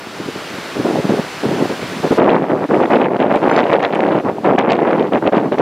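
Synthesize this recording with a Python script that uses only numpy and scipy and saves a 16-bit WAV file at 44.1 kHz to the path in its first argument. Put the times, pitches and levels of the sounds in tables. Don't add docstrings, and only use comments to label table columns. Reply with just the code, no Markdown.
import sys
import numpy as np
from scipy import signal
from scipy.fft import rfft, irfft, next_fast_len
from scipy.io import wavfile
from scipy.ndimage import uniform_filter1d, minimum_filter1d, map_coordinates

SR = 44100
rng = np.random.default_rng(int(sys.argv[2]) if len(sys.argv) > 2 else 0)


def file_out(sig):
    cols = np.atleast_2d(sig).T
    lim = np.clip(cols, -1, 1)
    pcm = np.round(lim * 32767).astype(np.int16)
    wavfile.write(sys.argv[1], SR, pcm)


N = 247401


def amp(db):
    return 10 ** (np.asarray(db) / 20)


def unit(x):
    return x / np.sqrt(np.mean(x ** 2) + 1e-20)


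def along(points, hz):
    f, v = np.transpose(points)
    return np.interp(np.log(hz + 1), np.log(f + 1), v)


def curves(rows):
    s, *cols = np.transpose(rows)
    return [np.interp(np.arange(N) / SR, s, c) for c in cols]


def wobble(rate):
    knots = rng.standard_normal(int(N * rate / SR) + 4)
    return map_coordinates(knots, [np.arange(N) * rate / SR])


def filtered(x, response):
    m = next_fast_len(N + 8192)
    return irfft(rfft(x, m) * response(np.fft.rfftfreq(m, 1 / SR)), m)[..., :N]


def bump(s, length):
    return np.exp(-.5 * ((np.arange(N) / SR - s) / (length / 2)) ** 4)


def wavelets(s, hz, cycles, size, phase, count):
    k = np.arange(count) - count // 2
    turn = hz[:, None] * k / SR
    envelope = np.hanning(count) * np.exp(-2 * (turn / cycles) ** 2)
    shape = size[:, None] * envelope * np.cos(2 * np.pi * (turn + phase[:, None]))
    at = np.clip(np.round(s * SR).astype(int)[:, None] + k, 0, N)
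    return np.bincount(at.ravel(), shape.ravel(), N + 1)[:N]


def steady(x, seconds):
    span = int(seconds * SR)
    slow_power = uniform_filter1d(uniform_filter1d(x ** 2, span), span)
    return x / np.sqrt(np.abs(slow_power) + 1e-9)


# start_s, level_db
CANOPY_LEVEL = [(0, -31.5), (.4, -27.5), (1.8, -26.5), (2.17, -27.5), (2.21, -41), (2.4, -42.5),
                (2.77, -37), (2.84, -40.5), (2.92, -37), (3.08, -47.5), (3.22, -42.5), (3.27, -46.5),
                (3.34, -40), (3.57, -38), (3.62, -43), (3.72, -38), (3.77, -44), (4.47, -40), (4.62, -49.5),
                (4.85, -44.5), (5.22, -41), (5.29, -43), (5.61, -40)]
# pitch_hz, level_db (relative)
LEAF_SPECTRUM = [(25, -5), (60, -0.5), (150, -1.5), (400, -1), (900, -3.5), (1400, -3.5), (2500, -8),
                 (4500, -13.5), (7000, -22), (11000, -29), (14500, -34), (15700, -39)]
# pitch_hz, side_above_mid_db
LEAF_WIDTH = [(1000, -53), (3000, -64), (4500, -17), (7000, -8), (12000, -1), (15500, -6)]


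def canopy():
    spectrum = signal.stft(rng.standard_normal((2, N + 512)), nperseg=512)[2]
    patches = rng.standard_normal(spectrum.shape[1:])
    patches = uniform_filter1d(uniform_filter1d(patches, 6, 0), 12, 1)
    pair = signal.istft(spectrum * amp(0.72 * unit(patches)), nperseg=512)[1][:, :N]

    def mid_side_response(hz):
        return amp(along(LEAF_SPECTRUM, hz) + [0 * hz, along(LEAF_WIDTH, hz)])

    mid, side = filtered(pair, mid_side_response)
    return amp(curves(CANOPY_LEVEL)[0]) * unit(np.array([mid + side, mid - side]))


# pitch_hz, density_db (dB per Hz)
HISS_DENSITY = [(4000, -110), (9000, -103), (13000, -101), (15700, -106)]


def hiss():
    bandwidth_db = 10 * np.log10(SR / 2)
    return filtered(rng.standard_normal((2, N)), lambda hz: amp(along(HISS_DENSITY, hz) + bandwidth_db))


RISE_S, FALL_S, SAG_DB = 0.0071, .014, 1.5
FLAP_DB, FLAP_PER_S = 2.5, 27
# (dB gained per dB of middle eddies, dB above large)
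SMALL, FINEST = (2, -10), (3, -28)
# start_s, large_eddies_db, middle_above_large_db
STIR_LEVELS = [(0, -46, 1.5), (.7, -38, -0.5), (1, -17.5, -8), (1.3, -36, -5), (2, -33, -6.5),
               (2.45, -22, -3.5), (3, -19.5, -5.5), (3.9, -24.5, 0), (4.2, -21, -8), (4.4, -23.5, -11),
               (4.7, -30.5, -7.5), (5.61, -17, -13)]
# start_s, length_s, large_eddies_db, middle_above_large_db
EDDY_BURSTS = [(0.073, 0.01, -34, -19), (0.198, 0.036, -27, -18), (.27, 0.02, -23, -26),
               (.35, 0.021, -29, -8.5), (0.51, 0.05, -29.5, -25.5), (0.769, 0.041, -16.5, -19.5),
               (0.851, 0.052, -14, -9.5), (0.942, 0.057, -16, -14), (1.044, 0.011, -16, -26),
               (1.1, 0.039, -13.5, -9), (1.145, 0.039, -19, -16), (1.182, 0.011, -14, -10.5),
               (1.442, 0.055, -14.5, -11), (1.52, .035, -14, -12), (1.587, 0.063, -13, -11.5),
               (1.702, 0.018, -16.5, -13.5), (1.83, 0.02, -22.5, -22), (1.9, .1, -24.5, -17),
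               (2.042, 0.021, -13.5, -5.5), (2.114, 0.019, -6.5, -8), (2.185, .18, -11.5, -1.5),
               (2.39, 0.042, -16, -6), (2.504, 0.07, -13, -5.5), (2.619, 0.04, -16, -7),
               (2.693, 0.077, -12, -4.5), (2.799, 0.047, -13.5, -2), (2.908, 0.166, -13.5, -1.5),
               (3.113, 0.046, -15.5, -4), (3.185, 0.081, -15.5, -1), (3.307, 0.06, -13.5, -2),
               (3.427, .11, -14, -0.5), (3.557, 0.11, -17.5, 1), (3.579, 0.019, -17, 5),
               (3.7, 0.057, -14.5, 0.5), (3.797, 0.06, -21.5, 2), (3.829, 0.016, -24, 4.5),
               (3.88, 0.026, -21, -1.5), (3.93, 0.065, -19.5, 0), (4.007, 0.18, -14, -2),
               (4.253, 0.039, -14, -5.5), (4.451, .12, -11.5, -3.5), (4.584, 0.023, -15, 1.5),
               (4.637, .12, -15, -1), (4.697, 0.028, -22.5, 2.5), (4.786, .12, -13, -2.5),
               (4.931, 0.085, -13.5, -4), (5.036, 0.039, -18, -4.5), (5.125, 0.046, -13, -3),
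               (5.222, 0.049, -14.5, -6), (5.269, 0.024, -12, -1), (5.319, 0.077, -11.5, -2),
               (5.431, 0.039, -15.5, -5.5), (5.527, 0.025, -17, -1.5), (5.586, .04, -11, -3)]
# centre_s, depth_db, length_s
STILL_MOMENTS = [(1.022, 10, 0.024), (2.103, 11, 0.009), (2.14, 10.5, 0.014), (2.677, 24, 0.026),
                 (3.183, 13.5, 0.016), (4.57, 11, 0.013), (5.214, 6.5, .017), (5.309, 18, 0.024),
                 (5.566, 11, 0.021)]


def sizes(large_db, bright_db):
    smaller = [large_db + gain * bright_db + above_db for gain, above_db in (SMALL, FINEST)]
    return [large_db, large_db + bright_db] + smaller


def flow():
    t = np.arange(N) / SR
    power = amp(2 * np.array(sizes(*curves(STIR_LEVELS))))
    for s, length, db, bright_db in EDDY_BURSTS:
        near = slice(max(int((s - .1) * SR), 0), int((s + length + .15) * SR))
        early = np.maximum(s - t[near], 0) / RISE_S
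        late = np.maximum(t[near] - s - length, 0) / FALL_S
        progress = (t[near] - s).clip(0, length) / length
        sag = amp(SAG_DB * (1 - 2 * progress))
        burst_power = amp(2 * np.array(sizes(db, bright_db)))[:, None]
        power[:, near] += burst_power * np.exp(-early ** 2 - late ** 2) * sag
    flap_db = FLAP_DB * wobble(FLAP_PER_S) * np.array([[0], [.5], [1], [1]])
    lull_db = sum(db * bump(s, length) for s, db, length in STILL_MOMENTS)
    return 10 * np.log10(power) + flap_db - lull_db


def eddies(s, strength, kind, count):
    hz, octaves, cycles, scatter_db, db = kind
    draw = rng.standard_normal((len(s), 3))
    rise = octaves * np.clip(draw[:, 1], -2, 2.5)
    size = amp(scatter_db * (0.77 * strength + .5 * draw[:, 0]) - 4.4 * rise)
    train = wavelets(s, hz * 2 ** rise, cycles, size, draw[:, 2], count)
    return amp(db) * unit(steady(train, 0.03))


# pitch_hz (centre), pitch_scatter_octaves, life_cycles,
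# size_scatter_db (before weighting), level_db (relative to the flow)
EDDY_SIZES = [(157, 0.16, 1.13, 9.5, -22.5), (374, 0.48, 2.14, 3, -3.5), (700, 0.51, 1.03, 2, 1),
              (1772, 0.3, 1.18, 2.5, -3.5), (3760, 0.29, 1.9, -2, -9)]


def buffet(levels):
    s = rng.uniform(0, N / SR, 5600)
    clumps = wobble(60)
    strength = rng.exponential(1, len(s)) + 0.33 * clumps[(s * SR).astype(int)]
    large_db, middle_db, small_db, finest_db = levels
    slowest_db = large_db - 1.3 * (middle_db - large_db)
    slowest = amp(slowest_db) * eddies(s[::3], strength[::3], EDDY_SIZES[0], count=1280)
    large = amp(large_db) * eddies(s, strength, EDDY_SIZES[1], count=640)
    middle = amp(middle_db) * eddies(s, strength, EDDY_SIZES[2], count=256)
    small = amp(small_db) * eddies(s, strength, EDDY_SIZES[3], count=128)
    finest = amp(finest_db) * eddies(s, strength, EDDY_SIZES[4], count=64)
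    middle_envelope = np.abs(signal.hilbert(middle))
    riding = (small + finest) * unit(steady(middle_envelope ** 0.63, 0.044))
    apart = amp(small_db) * eddies(s, strength, (2311, 0.65, 13.0, 11.5, -20.5), count=128)
    mid = slowest + large + middle + riding
    return np.array([mid + apart, mid - apart])


# centre_s, level_db (peak at the ports), pitch_hz
STRONG_PUFFS = [(0.073, -21, 260), (0.203, -13, 326), (0.2881, -11.5, 340), (0.362, -15, 255),
                (0.587, -15.5, 229), (0.8016, -3, 323), (0.857, -6, 415), (0.91, -4.5, 490),
                (0.9581, -4.5, 714), (0.9895, -5, 412), (1.0456, -8, 258), (1.0963, -3.5, 310),
                (1.1226, -1, 313), (1.192, -3, 448), (1.455, -4, 303), (1.6264, -4, 356),
                (1.7129, -7.5, 358), (1.8316, -13, 406), (2.0483, -2.5, 348), (2.1129, 2, 383),
                (2.1952, 1, 425), (2.211, 3, 440), (2.5405, -3.5, 485), (2.733, -5, 390), (2.7684, -1, 465),
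                (2.8147, -2, 437), (2.9579, 3, 482), (3.2195, -2, 390), (3.2451, 9, 569),
                (3.3523, 0.5, 700), (3.4762, 6, 714), (3.5671, -7, 560), (3.656, -2, 677), (3.7385, 5, 474),
                (3.751, 6, 553), (3.786, -2.5, 665), (3.993, -1, 740), (4.1792, -6.5, 490),
                (4.2694, -6, 583), (4.299, -3, 700), (4.385, -8.5, 690), (4.4583, -5, 470), (4.488, 0, 600),
                (4.5266, 3, 620), (4.5866, -9, 497), (4.72, 6, 626), (5.0111, -1, 392), (5.1369, -2.5, 545),
                (5.2789, 13, 580), (5.3328, -7, 546)]


def puffs():
    s, db, hz = np.transpose(STRONG_PUFFS)
    return wavelets(s, hz, 0.99, amp(db), rng.standard_normal(len(s)), count=768)


LESSER_PER_S, LESSER_TREBLE_DB, SNAP_PAN_DB = 70, -37, .4
LESSER_DB, LESSER_SCATTER_DB = 1.5, 3
# centre_s, level_db (nominal), treble_above_level_db (nominal)
SHARP_SNAPS = [(2.2276, -17.1, -31), (2.2935, -9, -43), (2.9593, -16, -34), (3.016, -12, -38),
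               (3.0444, -16, -43), (3.2033, -14, -32), (3.2261, -15, -36), (3.3583, -16, -24),
               (3.5627, -10, -37), (3.5899, -10, -30), (3.5975, -19.5, -33), (3.6037, -20.5, -18),
               (3.641, -13.3, -44), (3.7305, -9, -38), (3.7354, -9, -33), (3.8302, -15, -22.5),
               (3.851, -6, -45), (3.9505, -17, -24), (3.957, -13.5, -27), (3.993, -23, -26),
               (4.0066, -11, -26), (4.1782, -38, -35), (4.2993, -27, -26), (4.5897, -8, -22.5),
               (4.5958, -22, -36), (4.701, -13, -35), (4.708, -9, -31), (4.7201, -7, -21),
               (4.7318, -11, -30), (4.753, -25, -26), (4.767, -24, -27), (4.8728, -21, -32),
               (5.1353, -16, -30), (5.2758, -7, -34), (5.334, -30, -29), (5.37, -23, -25),
               (5.587, -20, -15)]


def snaps(small_db):
    at = rng.integers(0, N, int(LESSER_PER_S * N / SR))
    chance = rng.standard_normal((len(at), 2))
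    lesser_db = small_db[at] + LESSER_DB + LESSER_SCATTER_DB * chance[:, 0]
    lesser = np.c_[at / SR, lesser_db, LESSER_TREBLE_DB + 2 * chance[:, 1]]
    rows = np.r_[lesser, SHARP_SNAPS]
    rows = np.c_[rows, SNAP_PAN_DB * rng.standard_normal(len(rows))]
    s, db, treble_db, pan_db = np.repeat(rows, 4, axis=0).T
    draw = rng.standard_normal((len(s), 5))
    s = s + .0011 * draw[:, 0]
    body_hz = 2600 * 2 ** (.22 * draw[:, 1])
    edge_hz = 6000 * 2 ** (.28 * draw[:, 3])
    out = []
    for side in (.5, -.5):
        size = amp(db + side * pan_db)
        body = wavelets(s, body_hz, 1.3, .65 * size, draw[:, 2], count=128)
        edge = wavelets(s, edge_hz, 1.5, 1.6 * size * amp(treble_db), draw[:, 4], count=64)
        out.append(body + edge)
    return np.array(out)


def scene():
    levels = flow()
    return canopy() + buffet(levels) + puffs() + snaps(levels[2])


LOW_CUT_HZ, TOP_HZ = 150, 15700


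def low_cut(hz):
    ratio = hz / LOW_CUT_HZ
    return ratio ** 2 / np.sqrt(1 + ratio ** 4)


def record(dry):
    cut = filtered(dry + hiss(), low_cut)
    need = 1 / np.maximum(np.abs(cut).max(axis=0), 1)
    gain = uniform_filter1d(minimum_filter1d(need, size=121), size=101)
    return np.clip(filtered(cut * gain, lambda hz: hz < TOP_HZ), -1, 1)


dry = scene()
out = record(dry)
file_out(out)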